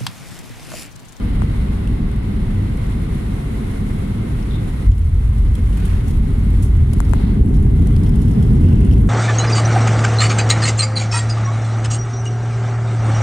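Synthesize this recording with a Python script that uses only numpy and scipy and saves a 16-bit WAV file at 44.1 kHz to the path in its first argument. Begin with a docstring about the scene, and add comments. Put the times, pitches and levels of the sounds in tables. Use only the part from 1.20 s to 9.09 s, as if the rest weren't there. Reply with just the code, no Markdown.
"""Landing jet from a window seat

Inside the cabin, a phone held at the window: its two microphone ports hear air booming and hissing in the fuselage.
The wheels touch and pound the frame modes, then reverse thrust swells as a band of shaped noise through the wall.
Trim rattles as noise cracks with short rings and chafes in grains; close by, the phone case snaps in short blows.
The phone's gain control follows the peaks and turns everything down when the bass swells."""
import sys
import numpy as np
from scipy import signal
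from scipy.fft import rfft, irfft, next_fast_len
from scipy.io import wavfile
from scipy.ndimage import uniform_filter1d

SR = 44100
rng = np.random.default_rng(int(sys.argv[2]) if len(sys.argv) > 2 else 0)


def digitize_waveform(pressure):
    """Quantize a signal to 16-bit integers and store it at the path in sys.argv[1].

    Rows of a 2-D input are taken as channels; values are limited to [-1, 1].
    """
    field = np.atleast_2d(pressure).T
    bounded = np.clip(field, -1, 1)
    quanta = np.round(bounded * 32767).astype(np.int16)
    wavfile.write(sys.argv[1], SR, quanta)


N = 347949   # samples, just under 7.9 s


def from_db(db):
    """Decibels to gain."""
    return 10 ** (np.asarray(db) / 20)


def rms_one(x):
    """Scale to unit rms."""
    return x / np.sqrt(np.mean(x ** 2) + 1e-20)


def in_time(rows):
    """Columns of a curve table, one value per sample."""
    s, *columns = np.transpose(rows)
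    return [np.interp(np.arange(N) / SR, s, column) for column in columns]


def at_hz(points, hz):
    """A spectrum read on a log-frequency axis."""
    table = np.array(points)
    return np.interp(np.log(hz), np.log(table[:, 0]), table[:, 1])


def drift(rate_hz):
    """Slow random wander of spread 1: noise through two equal low-pass poles, drawn every 40 samples."""
    r = np.exp(-2 * np.pi * rate_hz * 40 / SR)
    noise = rng.standard_normal(N // 40 + 2002)
    slow = signal.lfilter([1], [1, -2 * r, r * r], noise)[2000:]   # drop the filter's settling
    return np.interp(np.arange(N) / 40, np.arange(len(slow)), rms_one(slow - slow.mean()))


# How alike the two ports hear the cabin: f/Hz, left-right likeness [-1 to 1]
PORT_LIKENESS = [(30, 0.999), (100, 0.995), (160, 0.975), (230, 0.92), (320, 0.76), (400, 0.643),
                 (480, -0.207), (560, -0.674), (660, -0.534), (800, -0.445), (950, -0.174), (1150, 0.11),
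                 (1500, 0.237), (2100, -0.015), (3000, 0)]
# Which port is louder: f/Hz, left minus right level/dB
PORT_BALANCE = [(400, 0), (620, 2.2), (950, 3), (1500, 1), (2100, -3), (3300, 1), (4400, 1.5), (8100, 3),
                (12000, -.5)]
# Which port is earlier: f/Hz, lead of the right port [radians]
RIGHT_PORT_LEAD = [(60, .03), (230, .3), (400, .3), (500, .0)]


def diffuse(spectrum):
    """Noise from all around at two ports: alike in the bass, less so or opposed higher up; rms 1."""
    size = next_fast_len(N)
    hz = np.maximum(np.arange(size // 2 + 1) * SR / size, 1)
    mid, side = rfft(rng.standard_normal((2, size))) * from_db(at_hz(spectrum, hz))
    alike = np.clip(at_hz(PORT_LIKENESS, hz), -.99, .999)
    left_over_right = from_db(at_hz(PORT_BALANCE, hz)) * np.exp(-1j * at_hz(RIGHT_PORT_LEAD, hz))
    lean = left_over_right ** np.array([[.5], [-.5]])   # half to each port
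    ports = lean * (np.sqrt(1 + alike) * mid + np.sqrt(1 - alike) * side * [[1], [-1]])
    return rms_one(irfft(ports, size)[:, :N])


def resonate(x, modes):
    """Parallel two-pole resonances (Hz, width Hz, dB) with alternating signs."""
    out = 0
    for k, (hz, width_hz, level_db) in enumerate(modes):
        r = np.exp(-np.pi * width_hz / SR)
        a = [1, -2 * r * np.cos(2 * np.pi * hz / SR), r * r]
        b = [(1 - r * r) / 2, 0, (r * r - 1) / 2]
        out = out + (-1) ** k * from_db(level_db) * signal.lfilter(b, a, x + 1e-18)
    return out


# Air along the cabin: t/s, hiss level/dB, vent treble level/dB
AIR_LEVELS = [(0, -36, -55), (.45, -36.5, -53), (.9, -38.5, -58), (1.4, -37.5, -54.5), (2.3, -37, -52),
              (3.5, -37.5, -53), (3.8, -39, -55), (4.5, -39, -53.5), (4.67, -38.5, -51), (4.95, -39, -54.5),
              (5.67, -37.5, -53.5), (5.92, -34.5, -49), (5.98, -35, -51.5), (6.11, -34.5, -53.5),
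              (6.2, -41.5, -56.5), (6.5, -37.5, -52.5), (7.4, -37, -51), (7.7, -35, -50),
              (7.89, -39.5, -50.5)]
# Boundary layer heard through the panels: f/Hz, relative level/dB per Hz
HISS_SPECTRUM = [(250, -3), (420, -3), (500, 0), (590, -5), (1000, -8.5), (1500, -12), (1700, -15),
                 (1950, -11.5), (2120, -9), (2330, -16.5), (3300, -19), (4200, -21.5), (4550, -27),
                 (5200, -28), (6800, -53)]
# Treble of the vents: f/Hz, relative level/dB per Hz
VENT_SPECTRUM = [(2590, -23), (4400, -18), (5620, 0), (6590, 0.5), (8410, 2.5), (9060, 6), (10800, 5),
                 (13600, -7.5), (15100, -15), (15600, -27)]


def airflow():
    """Boundary-layer hiss and vent treble, as shaped noise; turbulence flutters both together."""
    hiss_db, vent_db = in_time(AIR_LEVELS)
    gust = drift(24.0)
    hiss = from_db(hiss_db + .5 * gust) * diffuse(HISS_SPECTRUM)
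    vent = from_db(vent_db + 1.0 * gust + 0.55 * drift(25)) * diffuse(VENT_SPECTRUM)
    return hiss + vent


# Modes of floor and fuselage: f/Hz, width [Hz], relative level/dB under airflow, relative level/dB under the wheels
FRAME_MODES = [(28.3, 2.5, 6.5, -38), (44, 14.1, 4, 0), (61.6, 17.6, 2, -2.5), (81.7, 10.6, -2, 2),
               (90.7, 15.3, -1, -3.5), (111.9, 15.6, -8.5, -9.5)]


def frame(column, evenness):
    """Broad force shakes the frame modes; the swing is partly evened, so it holds a steadier level."""
    modes = [(row[0], row[1], row[column]) for row in FRAME_MODES]
    force = diffuse([(10, 1.0), (140, 4.0), (200, -65), (400, -80)])   # f/Hz, relative level/dB per Hz
    swing = rms_one(resonate(force, modes))
    size = np.sqrt(uniform_filter1d(swing.mean(axis=0) ** 2, size=SR // 12) + .05)
    return rms_one(swing / size ** np.clip(evenness, 0, 1))


# Airflow boom in the frame: t/s, level/dB
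BOOM_LEVEL = [(0, -18), (1.2, -19.5), (2.5, -23.5), (4.5, -18), (6, -14.5), (7.89, -15.5)]


def airflow_boom():
    """Airflow shakes the frame in its low modes."""
    boom_db, = in_time(BOOM_LEVEL)
    return from_db(boom_db) * frame(column=2, evenness=0.45)


# Bouts of cloth and trim chafing: start t/s, length [s], relative level/dB,
# grain density [1/s; a third of it falls in each band at each port], centre f/Hz, spread [octaves, at least .05]
CHAFE_BOUTS = [(3.28, .15, -46, 1200, 3550, .06), (4.55, .36, -43, 300, 1600, 1.0),
               (4.84, .11, -52, 600, 8000, .8), (5.39, .1, -51, 600, 7000, .9),
               (5.93, .26, -49, 2000, 3700, .25), (5.95, .22, -42, 300, 800, .35),
               (6.325, .07, -53, 800, 5450, .05), (6.55, 1.3, -55, 250, 3200, .12),
               (6.9, .99, -58, 300, 5200, .12), (7.4, .49, -47, 300, 2750, .1),
               (7.45, .4, -49, 200, 1550, .06)]
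CHAFE_FADE_S, CHAFE_DYING = 0.035, .5   # fade-in; share of a bout over which it dies away
CHAFE_RING = .04   # width of a grain's ring as a share of its pitch


def chafing():
    """Uneven grains, each ringing briefly at a pitch near the centre of its bout; bouts fade in and out."""
    out, t = np.zeros((2, N)), np.arange(N) / SR
    fades = []
    for start, length, *_ in CHAFE_BOUTS:
        fade_in = (t - start) / CHAFE_FADE_S
        fade_out = (start + length - t) / (CHAFE_DYING * length)
        fades.append(np.clip(np.minimum(fade_in, fade_out), 0, 1))
    for hz in np.geomspace(600, 12500, 50):
        draw, sizes = rng.random((2, N)), rng.standard_normal((2, N))
        grains = np.zeros((2, N))
        for fade, (s, length, level_db, per_s, centre_hz, spread) in zip(fades, CHAFE_BOUTS):
            on = slice(round(s * SR), round((s + length) * SR))
            spread = max(spread, .05)
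            nearness = np.exp(-.5 * (np.log2(hz / centre_hz) / spread) ** 2)
            share = nearness / np.sqrt(per_s * spread * hz)
            struck = draw[:, on] < per_s / SR / 3
            grains[:, on] += from_db(level_db) * share * fade[on] * sizes[:, on] * struck
        out += resonate(SR * grains, [(hz, CHAFE_RING * hz, 0)])
    return out


# Loudest trim rattles: t/s, crack level/dB, ring level/dB, decay t60 [s], leading ring f/Hz
RATTLE_KNOCKS = [(.672, -44, -34, .028, 2700), (.9124, -43, -45, 0.024, 2850), (.958, -50, -58, .03, 5700),
                 (1.5704, -41, -64, 0.03, 6300), (1.664, -46, -55, .04, 3100), (3.224, -54, -48, .05, 5350),
                 (3.6677, -49, -58, 0.025, 5700), (3.7165, -46, -36.5, 0.033, 3120),
                 (3.7655, -47, -60, .02, 6300), (3.778, -40, -46, .027, 5400), (3.797, -46, -58, .02, 2630),
                 (3.8143, -56, -44, .035, 3120), (4.1785, -45, -60, .03, 5000),
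                 (4.351, -33, -33, 0.022, 2630), (4.4584, -48, -58, .025, 6300),
                 (4.525, -47, -42, .06, 2950), (4.5701, -42, -46, .04, 2950),
                 (4.6006, -46, -46, 0.04, 2700), (4.6503, -43, -58, .06, 6300),
                 (4.7702, -52, -58, 0.027, 6300), (4.878, -41, -57, 0.077, 5300),
                 (4.9057, -44, -54, .051, 6300), (5.4217, -44, -55, 0.2, 6300),
                 (5.7314, -31, -46, 0.029, 5700), (5.7819, -40, -56, 0.033, 4400),
                 (5.848, -53, -44, 0.073, 4400), (5.8916, -35, -55, .025, 5300),
                 (5.909, -46, -53, 0.051, 6000), (6.3383, -42.5, -58, 0.093, 5000),
                 (6.364, -47, -54, .04, 5400), (6.4074, -48, -58, .025, 4400),
                 (6.4239, -47, -58, .03, 4400), (6.6173, -40.5, -55, 0.032, 3100),
                 (6.669, -32.5, -50, 0.025, 5300), (6.762, -36.5, -35, 0.026, 4400),
                 (6.8318, -40, -46, 0.048, 5060), (6.862, -43, -33.5, .033, 3300),
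                 (6.8912, -40, -42, .025, 5000), (6.955, -43, -56, 0.044, 5000),
                 (7.014, -40.5, -52, 0.09, 2950), (7.078, -45, -50, .06, 3300),
                 (7.1086, -44, -58, .047, 5000), (7.224, -34.5, -42, 0.037, 3120),
                 (7.3209, -48, -56, .025, 4400), (7.3601, -45, -48, 0.032, 5700),
                 (7.432, -55, -45, 0.036, 2800), (7.4591, -50, -45, .03, 5400),
                 (7.486, -46, -39, .045, 3300), (7.5289, -47, -52, .025, 5100),
                 (7.5548, -41, -50, 0.031, 2630), (7.5816, -44, -48, .03, 3100),
                 (7.603, -47, -46, .03, 6300), (7.627, -50, -45, .03, 3100),
                 (7.6456, -41, -40, 0.036, 2700), (7.664, -48, -44, .03, 2700),
                 (7.6885, -47, -48, 0.033, 5300), (7.71, -42, -31, .04, 2800), (7.724, -48, -39, .03, 5200),
                 (7.7325, -43, -34, 0.052, 2800), (7.776, -47, -40, .03, 3000),
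                 (7.868, -43, -55, .05, 6300)]
# Colour of the cracks: f/Hz, width [Hz], level/dB
CRACK_MODES = [(3200, 910, 10.5), (5760, 750, 2), (7050, 1300, 4), (9600, 1800, 12), (10900, 700, -1),
               (13200, 2200, -27)]
# Short rings of the trim: f/Hz, level/dB
RING_MODES = [(2630, 3), (2850, 1), (3120, 4.5), (3330, 2), (4400, 2), (5060, 5), (5350, 4), (5700, 4),
              (6300, 3)]
# left minus right; its scatter from knock to knock; scatter of crack colour
RATTLE_PAN_DB, RATTLE_PAN_SPREAD_DB, RATTLE_COLOUR_DB = 3.5, 2.2, 2.5
RING_LOSS_DB_PER_OCT, RING_DETUNE = 16, .02   # loss away from the leading ring; pitch scatter as a share
RING_DAMPING_DB_PER_S = 1000   # loose mounts damp the rings beyond the crack's own decay
RING_PORT_TURNS = .12   # how far the two ports hear a ring out of step


def rattles(shaking_db):
    """Loose trim: each knock is a crack of its own colour and a short ring; a random patter grows with the shaking."""
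    envelope, rings = np.zeros((len(CRACK_MODES), 2, N + SR)), np.zeros((2, N + SR))
    t = np.arange(SR // 8) / SR
    rise = np.minimum(t / .004, 1)   # each knock swells in over a few milliseconds
    for s, crack_db, ring_db, t60, lead_hz in RATTLE_KNOCKS:
        on = slice(round(s * SR), round(s * SR) + len(t))
        *colour, pan = rng.standard_normal(len(CRACK_MODES) + 1)
        chime = rng.standard_normal((len(RING_MODES), 4))
        pan_db = (RATTLE_PAN_DB + RATTLE_PAN_SPREAD_DB * pan) * np.array([[.5], [-.5]])
        fall_db = pan_db - 60 * t / max(t60, .003)
        colour_db = RATTLE_COLOUR_DB * np.array(colour)[:, None, None]
        envelope[:, :, on] += rise * from_db(crack_db + fall_db + colour_db)
        for (hz, mode_db), (strength, detune, turn, skew) in zip(RING_MODES, chime):
            mode_db = mode_db - RING_LOSS_DB_PER_OCT * abs(np.log2(hz / lead_hz))
            mode_db = mode_db + .5 * RATTLE_COLOUR_DB * strength
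            hz = hz * (1 + RING_DETUNE * detune)
            gain = from_db(fall_db - RING_DAMPING_DB_PER_S * t + ring_db + mode_db)
            turns = hz * t + turn + RING_PORT_TURNS * skew * np.array([[0], [1]])
            rings[:, on] += rise * gain * np.sin(2 * np.pi * turns)
    out = rings[:, :N]
    fade = from_db(-60 / (0.012 * SR))   # each patter tap falls 60 dB in 12 ms
    for mode, struck in zip(CRACK_MODES, envelope):
        tap_db = 0.51 * shaking_db - 45.5 + 1.3 * np.minimum(rng.exponential(1, N), 4)
        patter = (rng.random(N) < 70 / SR) * from_db(tap_db)   # about 70 taps a second in each mode
        struck = struck[:, :N] + signal.lfilter([1], [1, -fade], patter + 1e-18)
        out = out + struck * resonate(rng.standard_normal((2, N)), [mode])
    return out


# Snaps of the phone case: t/s, knock level/dB, tick level/dB, knock f/Hz, contact [s]
CASE_SNAPS = [(.2202, -12.5, -30, 720, .00032), (5.7362, -19, -45, 520, .001),
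              (5.8034, -5, -6.5, 800, .00028), (5.9351, -4, -14, 740, .00032)]
# Knock of the case: f and width [both multiples of the knock pitch], level/dB
KNOCK_MODES = [(1, .53, 0), (2.5, 1.1, -18)]
# Tick of the case: f/Hz, width [Hz], level/dB per pass of two
TICK_MODES = [(7200, 3500, 0), (10800, 3500, -1), (13800, 2500, -5)]


def snaps():
    """Each snap is a short blow with the hollow knock and bright tick of the case; the far port hears it late and dull."""
    click = np.zeros(SR // 20)
    click[0], click[round(.002 * SR)] = 1, .1   # with a small bounce
    tick = resonate(resonate(click, TICK_MODES), TICK_MODES)
    tick = tick / np.abs(tick).max()
    out = np.zeros((2, N))
    ports = [(0, 0, 0, 0), (.0005, .0004, 11, 28)]   # near, far: lag s, blur s, knock loss dB, tick loss dB
    for s, knock_db, tick_db, hz, contact_s in CASE_SNAPS:
        for port, (lag_s, blur_s, knock_loss_db, tick_loss_db) in enumerate(ports):
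            contact = np.hanning(round((contact_s + blur_s) * SR))
            push = np.convolve(click, contact)[:len(click)]   # the knock is a soft contact
            knock = resonate(push, [(k * hz, wide * hz, level_db) for k, wide, level_db in KNOCK_MODES])
            i = round((s + lag_s) * SR)
            out[port, i:i + len(click)] += from_db(knock_db - knock_loss_db) * knock / knock.max()
            out[port, i:i + len(click)] += from_db(tick_db - tick_loss_db) * tick
    return out


# Engine roar, idle until the reversers open: t/s, level/dB
THRUST_LEVEL = [(0, -23.5), (3.5, -24.5), (4.0, -28), (4.9, -23.5), (5.7, -20), (6.2, -13), (6.8, -13.5),
                (7.3, -11.5), (7.89, -9.5)]
# Engine through the wall: f/Hz, relative level/dB per Hz
ROAR_SPECTRUM = [(53, -50), (90, -6), (130, -4), (180, -8), (218, -6), (250, -12.5), (300, -16),
                 (345, -22.5), (400, -19.5), (432, -29), (490, -29.5), (555, -41.5), (650, -36), (840, -39),
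                 (1250, -53.5), (1550, -50.5), (1850, -54), (2100, -52), (2350, -61), (3200, -59.5),
                 (3700, -76), (5000, -100)]


def engine_roar():
    """Engine noise shaped by the cabin wall, following the thrust with a slow random wander."""
    roar_db, = in_time(THRUST_LEVEL)
    return from_db(roar_db + 0.68 * drift(8.4)) * diffuse(ROAR_SPECTRUM)


# Tyres rolling from touchdown on, loaded by the brakes: t/s, level/dB
ROLLING_LEVEL = [(3.63, -80), (3.68, -10), (4.5, -26), (4.9, -26), (5.6, -10), (6.1, -19), (6.4, -10),
                 (7.0, -12.5), (7.89, -7)]
# Jolts through the landing gear, first the touchdown and its rebounds: t/s, level/dB
GEAR_JOLTS = [(3.651, -8.5), (3.80, -8.5), (3.921, -13.5), (4.03, -9.5), (4.17, -13.5), (4.259, -10.5),
              (4.40, -15.5), (4.68, -17.5), (4.93, -17.5), (5.15, -16), (5.33, -19), (5.44, -26),
              (5.56, -16), (5.86, -12.5), (6.2, -8.5), (6.74, -10), (6.84, -13.5), (7.3, -11), (7.66, -12)]
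JOLT_RISE_S, JOLT_HOLD_S, JOLT_FALL_DB_PER_S = 0.0127, 0.049, 189


def wheel_force_db():
    """Force of the gear in dB: rolling plus jolts that rise, hold and die away, added as powers."""
    t = np.arange(N) / SR
    power = from_db(in_time(ROLLING_LEVEL)[0]) ** 2
    for s, level_db in GEAR_JOLTS:
        fall_db = JOLT_FALL_DB_PER_S * np.maximum(t - s - JOLT_RISE_S - JOLT_HOLD_S, 0)
        rise = np.clip((t - s) / JOLT_RISE_S, 0, 1)
        power = power + (rise * from_db(level_db - fall_db)) ** 2
    return 10 * np.log10(power)


def wheels(force_db):
    """The gear's force pounds the frame modes."""
    return from_db(force_db) * frame(column=3, evenness=0.31)


def scene():
    """All sources at the two ports, background first."""
    force_db = wheel_force_db()
    background = airflow() + airflow_boom()
    close_by = chafing() + rattles(force_db) + snaps()
    return background + close_by + engine_roar() + wheels(force_db)


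def record(dry):
    """The phone: gain control follows the peaks and recovers slowly, overs are rounded, the top is cut."""
    level_db = 20 * np.log10(np.abs(dry).max(axis=0) + 1e-4)
    release_db = 30 * np.arange(N) / SR   # 30 dB per second
    held_db = np.maximum.accumulate(level_db + release_db) - release_db
    r = np.exp(-1 / (0.011 * SR))   # cut smoothed over 11 ms
    cut_db = signal.lfilter([1 - r], [1, -r], .5 * np.maximum(held_db + 8.0, 0))   # half of what passes -8 dB
    rounded = 1.053 * np.tanh(dry * from_db(-cut_db) / 0.83)
    rounded = rounded * np.minimum((N - np.arange(N)) / (.003 * SR), 1)   # stops without a click
    top_cut = signal.ellip(12, .5, 80, 15800, fs=SR, output="sos")   # low-pass at 15.8 kHz
    return signal.sosfilt(top_cut, rounded)


dry = scene()
out = record(dry)
digitize_waveform(out)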